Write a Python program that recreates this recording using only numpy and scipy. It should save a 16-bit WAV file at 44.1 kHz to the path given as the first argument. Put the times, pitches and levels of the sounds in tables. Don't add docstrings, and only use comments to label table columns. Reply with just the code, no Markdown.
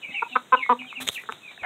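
import sys
import numpy as np
from scipy import signal
from scipy.fft import rfft, irfft
from scipy.io import wavfile
from scipy.ndimage import uniform_filter1d

SR = 44100
rng = np.random.default_rng(int(sys.argv[2]) if len(sys.argv) > 2 else 0)


def magnitude_from_level(level_db):
    exponent = np.asarray(level_db, float) / 20
    return 10 ** exponent


def wav_record(signal):
    frames = np.transpose(np.atleast_2d(signal))
    bounded = np.clip(frames, -1, 1)
    quanta = np.round(bounded * 32767).astype(np.int16)
    wavfile.write(sys.argv[1], SR, quanta)


N = 72765
T = np.arange(N) / SR


def colour(x, points):
    hz, db = np.array(points, float).T
    grid_hz = np.arange(1025) * SR / 2048 + 1
    log_gain = np.interp(np.log(grid_hz), np.log(hz), db) * np.log(10) / 20
    cepstrum = irfft(log_gain)
    cepstrum[1:1024] *= 2
    cepstrum[1025:] = 0
    return signal.fftconvolve(x, irfft(np.exp(rfft(cepstrum))))[:N]


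def ring(x, hz, width_hz):
    return signal.lfilter(*signal.iirpeak(hz, hz / max(width_hz, 20), fs=SR), x)


def level(x, db):
    return x * magnitude_from_level(db) / np.sqrt(np.mean(x ** 2))


def walk(rate_hz):
    k = int(SR / rate_hz)
    w = uniform_filter1d(uniform_filter1d(rng.standard_normal(N), k), k)
    return w / w.std()


def swell(start_s, length_s, rise, fall):
    u = (T - start_s) / length_s
    ramp = np.clip(np.minimum(u / rise, (1 - u) / fall), 0, 1)
    return np.sin(np.pi / 2 * ramp) ** 2


def click(at_s):
    samples = (T - at_s) * SR
    return np.sinc(samples) * (np.abs(samples) < 16)


def echoes(x, t60_s, gap_s):
    t = T[:SR // 3]
    decay = np.exp(-np.log(1000) * t / t60_s)
    tail = rng.standard_normal(len(t)) * decay * np.clip(t / gap_s, 0, 1)
    return signal.fftconvolve(x, tail / np.sqrt(np.sum(tail ** 2)))[:N]


def air():
    # frequency in Hz, level in dB.
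    hush_points = [(30, -28), (90, -10), (140, 1), (500, -1.5), (1500, -4.5), (3000, -7), (8000, -2.5),
                   (16000, -6)]
    hush = level(colour(rng.standard_normal(N), hush_points), -48.5) * magnitude_from_level(0.7 * walk(5))
    insect_hz, insect_width_hz, insect_db = 3712, 720, -57
    band = ring(rng.standard_normal(N), insect_hz, insect_width_hz)
    band = ring(band, insect_hz, insect_width_hz)
    return hush + level(band, insect_db) * magnitude_from_level(0.28 * walk(2) + 4.8 * walk(28))


def sparrows():
    # start in seconds, length in seconds, start pitch in Hz, end pitch in Hz, level in dB.
    chirp_rows = [(.01, 0.043, 3040, 2810, -44.5), (0.017, 0.047, 2690, 2160, -35),
                  (0.054, .04, 2220, 2110, -52), (0.07, 0.044, 2620, 2530, -39.5),
                  (.096, 0.029, 2454, 1930, -37), (0.114, 0.024, 2640, 3040, -41),
                  (0.138, 0.018, 2360, 2230, -32.5), (0.135, 0.057, 3032, 2389, -30.5),
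                  (0.178, 0.023, 2518, 2185, -28.5), (0.216, 0.038, 2746, 2420, -40),
                  (0.233, 0.012, 2320, 2280, -50.5), (.282, 0.034, 3000, 2930, -47),
                  (.316, 0.015, 2990, 2310, -43), (0.324, .016, 2860, 2560, -33.5),
                  (0.29, 0.036, 2530, 2230, -53.5), (.562, 0.024, 2880, 2760, -35.5),
                  (0.578, 0.041, 2805, 2250, -36.5), (0.614, 0.03, 2340, 2049, -30),
                  (.625, .011, 2230, 2120, -29.5), (0.636, 0.037, 2060, 1957, -38),
                  (.646, 0.013, 2075, 2260, -31.5), (0.783, 0.029, 2900, 2830, -39.5),
                  (.788, 0.038, 2714, 2210, -37), (.836, 0.0236, 2500, 2360, -42.5),
                  (0.861, 0.038, 3325, 2936, -44.5), (0.892, 0.034, 2880, 2243, -39),
                  (.92, 0.03, 2217, 2180, -42), (0.948, 0.049, 3037, 2177, -34.5),
                  (1.135, .05, 3620, 1900, -37), (1.162, .018, 2672, 2120, -29),
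                  (1.176, .024, 1848, 2040, -37.5), (1.408, 0.083, 2600, 2400, -46.5),
                  (1.469, 0.026, 2534, 2150, -43), (1.494, 0.024, 2270, 2370, -48),
                  (1.58, 0.053, 2850, 2070, -43)]
    leaf_lags_s = [.006, .013, .021, .03]
    leaf_db = -3.6
    warble_db, warble_share = 2.7, 0.009
    hedge_t60_s, hedge_db = 0.15, -3.5
    out = np.zeros(N)
    bend = 1 + warble_share * walk(150)
    flutter_db = warble_db * (0.45 * walk(120) + walk(600))
    for s, length_s, start_hz, end_hz, db in chirp_rows:
        hz = np.interp(T, [s, s + length_s], [start_hz, end_hz]) * np.roll(bend, int(s * 7 * SR))
        shape = swell(s, length_s, 0.55, 0.2) ** 0.65
        shape = shape * magnitude_from_level(np.roll(flutter_db, int(s * 5 * SR)))
        out += magnitude_from_level(db) * shape * np.sin(2 * np.pi * np.cumsum(hz) / SR)
    branches = sum(magnitude_from_level(leaf_db * (k + 5)) * np.roll(out, int(lag_s * SR))
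                   for k, lag_s in enumerate(leaf_lags_s))
    return out + branches + magnitude_from_level(hedge_db) * echoes(out, hedge_t60_s, 0.013)


def coos():
    # start in seconds, length in seconds, pitch in Hz, level in dB, third partial in dB.
    coo_rows = [(0.117, 0.025, 258.1, -51, -8), (0.129, 0.057, 269.3, -62.5, 14),
                (0.262, 0.021, 940, -42, -36), (0.307, 0.13, 249, -51, -3), (0.561, 0.036, 506.6, -44, -44),
                (0.566, 0.077, 265, -53.5, -3), (0.589, 0.048, 1016, -38.5, -47),
                (.735, 0.045, 496, -43.5, -43.5), (.736, 0.16, 251, -47.5, -16),
                (0.826, 0.071, 760, -60, -42), (0.971, 0.11, 257.2, -47, -8.5)]
    out = np.zeros(N)
    drift = 1 + 0.006 * walk(25)
    flutter = magnitude_from_level(2.2 * walk(60))
    for s, length_s, hz, db, third_db in coo_rows:
        phase = 2 * np.pi * np.cumsum(hz * drift) / SR
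        hum = np.sin(phase) + magnitude_from_level(third_db) * np.sin(3 * phase)
        fade_db = -4 * (hz > 400) * np.clip(T - s, 0, 1) / length_s
        out += magnitude_from_level(db) * swell(s, length_s, 0.091, 0.41) * magnitude_from_level(fade_db) * hum
    return out * flutter * np.sqrt(2)


def brushes():
    # start in seconds, length in seconds, hiss level in dB, thump level in dB.
    brush_rows = [
        (0.998, 0.04, -25, -50.5),
        (1.011, 0.067, -31.5, -54),
        (1.062, 0.048, -23.5, -44.5),
        (1.099, 0.083, -27.5, -77),
        (1.136, .03, -38.5, -79),
        (1.141, 0.12, -41, -93),
        (1.302, 0.059, -47, -54.5),
        (0.079, 0.036, -87, -49),
        (1.615, 0.019, -66.5, -48.5),
    ]
    # frequency in Hz, level in dB.
    feather_points = [(100, -33), (1000, -24.5), (3000, -15.5), (4500, 0.5), (7000, -10.5), (11000, 3),
                      (16000, -7)]
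    grain = rng.standard_normal(N) * magnitude_from_level(1.5 * walk(200))
    hiss = level(colour(grain, feather_points), 0)
    thump = ring(ring(ring(rng.standard_normal(N), 104, 580), 130, 690), 100, 750)
    thump = level(thump, 0)
    return sum(swell(s, length_s, 0.3, 0.4) * (magnitude_from_level(db) * hiss + magnitude_from_level(thump_db) * thump)
               for s, length_s, db, thump_db in brush_rows)


def straw():
    # start in seconds, length in seconds, level in dB.
    straw_rows = [(1, 0.052, -38.5), (1.064, 0.036, -38), (1.144, .04, -67.5), (1.295, 0.1, -53),
                  (1.504, 0.052, -49), (1.628, 0.013, -42)]
    rustle = level(ring(rng.standard_normal(N), 1530, 1600), 0)
    return sum(swell(s, length_s, 0.25, 0.71) * magnitude_from_level(db) * rustle for s, length_s, db in straw_rows)


def scrapes():
    # time in seconds, peak in dB, snap in dB.
    scrape_rows = [(1.026, -33, -21.5), (1.028, -38, -24.5), (1.071, -31.5, -24), (1.078, -21, 1.5),
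                   (1.083, -27, -23.5), (1.0891, -16.5, -1), (1.096, -22, -11), (1.1022, -30, -7),
                   (1.3244, -42, 3.5)]
    out = np.zeros(N)
    noise = rng.standard_normal(N)
    for s, db, snap_db in scrape_rows:
        burst = noise * np.exp(-0.5 * ((T - s) / 0.00096) ** 2)
        snap = noise * np.exp(-0.5 * ((T - s + 0.001) / 0.0004) ** 2)
        port = ring(ring(burst, 3650, 450), 3650, 800)
        bright = ring(ring(ring(snap, 4500, 7000), 7000, 10000), 5200, 13000)
        body = ring(burst, 550, 1200)
        out += magnitude_from_level(db) * (port + magnitude_from_level(snap_db) * bright + magnitude_from_level(-15) * body) / np.abs(port).max()
    return out


def ticks():
    # time in seconds, peak in dB, ring in Hz, width in Hz.
    tick_rows = [(0.662, -33, 1150, 495), (.82, -37, 950, 590), (.927, -29.5, 1150, 690),
                 (1.002, -32, 700, 915), (1.237, -34.5, 1530, 1210), (1.237, -47.5, 412, 196),
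                 (1.257, -42, 1430, 900), (1.3232, -24, 1180, 1240), (1.3232, -25.5, 2170, 1430),
                 (0.846, -43, 1320, 500), (1.577, -35, 1700, 625), (1.578, -47.5, 725, 302)]
    out = np.zeros(N)
    for s, db, hz, width_hz in tick_rows:
        tap = ring(ring(ring(click(s), hz, width_hz), hz, width_hz), hz, width_hz)
        out += magnitude_from_level(db) * tap / np.abs(tap).max()
    return out


def clucks():
    # start in seconds, pulse rate in Hz, level in dB, swell in dB, slowing share at the end.
    cluck_rows = [
        (0.2217, 240, -23, -13, 0.023),
        (0.355, 261.6, -16.5, 1, 0.018),
        (0.5225, 258.4, -12.5, -0.5, 0.009),
        (0.6926, 252.8, -16.5, 0.5, 0.04),
        (1.2895, 219, -29, -1.5, 0.),
        (1.634, 375, -30, -5, 0.0061),
    ]
    # main resonance in Hz, upper resonance in Hz, upper level in dB,
    # share of a mid-cycle pulse 0-1, high resonance in Hz.
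    throats = [(940, 1313, 1.5, 1, 2500), (1150, 1413, 0.5, 0.13, 2210), (1023, 1361, 0, 0.73, 2500),
               (1060, 1275, 0, 0.34, 1400), (1175, 1590, -3, 0.25, 3100), (760, 1956, 7, 0.61, 910)]
    # first pulse in dB, last pulse in dB, high resonance in dB, throat width factor, throat drop share.
    efforts = [(-11.5, -1.5, -24, 1.01, .01), (-9, -2.5, -15, 1.01, .01), (-7, -2.5, -16, .85, -.02),
               (-8, -5, -13, 1.2, .05), (-2, -3, -26, 1.01, .01), (-8, -1.5, -13, 1.3, .01)]
    pulse_counts = [3, 4, 8, 10, 3, 7]
    closings_db = [-8, -10, -16, 0, 0, 0]
    hoarseness = [.08, .1, .03, .05, .1, .6]
    # extra length of the opening cycles as share of a period, accent on them in dB.
    openings = [(0, 0), (0, 0), (0, -2), (.09, 5), (0, 0), (0, 0)]
    # resonance in Hz, width in Hz, level in dB.
    chest = [(250, 133, -10), (453, 333, -7), (3428, 550, -28)]
    main_width_hz, upper_width_hz, high_width_hz = 380, 238, 1100
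    breath_db = -38
    out = np.zeros(N)
    air_noise = rng.standard_normal(N)
    chances = rng.standard_normal((len(cluck_rows), 2, 16))
    per_cluck = zip(cluck_rows, throats, efforts, pulse_counts, closings_db, hoarseness, chances, openings)
    for row, throat, effort, count, close_db, hoarse, chance, (drag, accent_db) in per_cluck:
        s, hz, db, swell_db, sag = row
        main_hz, upper_hz, upper_db, half, high_hz = throat
        first_db, last_db, high_db, wide, sink = effort
        voice, pulses, sharp = np.zeros(N), np.zeros(N), np.zeros(N)
        for k in range(count):
            u = k / (count - 1)
            cycles = k * (1 + min(sag, 0.025) * u ** 3) + drag * (1 - np.exp(-k))
            cycles += 0.4 * hoarse ** 2 * chance[1, k]
            at = s + cycles / hz
            size_db = swell_db * u + accent_db * np.exp(-(k / 2.5) ** 2)
            size_db += first_db * (k == 0) + last_db * (k == count - 1)
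            size = magnitude_from_level(size_db + (0.3 + 5 * hoarse) * chance[0, k])
            puff = magnitude_from_level(breath_db) * air_noise * swell(at, 0.87 / hz, 0.1, 0.71)
            sharp -= size * (0.3 if k == 0 else 1) * (click(at) + puff)
            pair = -size * (click(at) + half * click(at + 0.5 / hz))
            pulses += pair
            main_now_hz, upper_now_hz = main_hz * (1 - sink * u), upper_hz * (1 - sink * u)
            voice += ring(ring(pair, main_now_hz, main_width_hz * wide), main_now_hz, 1110)
            upper = ring(ring(pair, upper_now_hz, upper_width_hz * wide), upper_now_hz, 1300)
            voice -= magnitude_from_level(upper_db) * upper
        for f_hz, width_hz, gain_db in chest + [(high_hz, high_width_hz, high_db)]:
            source = pulses if f_hz < main_hz else sharp
            voice += magnitude_from_level(gain_db) * ring(ring(source, f_hz, width_hz), f_hz, 0.24 * width_hz)
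        voice = signal.sosfilt(signal.butter(2, 4500, fs=SR, output="sos"), voice)
        voice = voice * magnitude_from_level(close_db * np.clip((T - at - 0.0018) / 0.0012, 0, 1))
        out += voice * magnitude_from_level(db) / np.sqrt(np.sum(voice ** 2) * hz / (count * SR))
    return out


def scene():
    pen_t60_s, pen_db = 0.13, -13
    near = clucks() + ticks()
    pen = magnitude_from_level(pen_db) * echoes(near, pen_t60_s, 0.0013)
    touch = brushes() + straw() + scrapes()
    return (near + pen + coos() + sparrows() + touch + air())[None]


def roll_off(x):
    return signal.sosfilt(signal.butter(12, 15730, fs=SR, output="sos"), x)


def record(dry):
    # frequency in Hz, gain in dB.
    mic_points = [(3000, 1.5), (3800, 1), (4150, -8.5), (4450, -27), (5500, -20.5), (6300, -9), (8300, -9),
                  (9300, -18.5)]
    thin = signal.sosfilt(signal.butter(2, 70, "high", fs=SR, output="sos"), dry[0])
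    thin = signal.sosfilt(signal.ellip(10, 0.2, 60, 15750, fs=SR, output="sos"), thin)
    return roll_off(colour(thin, mic_points)[None])


dry = scene()
out = record(dry)
wav_record(out)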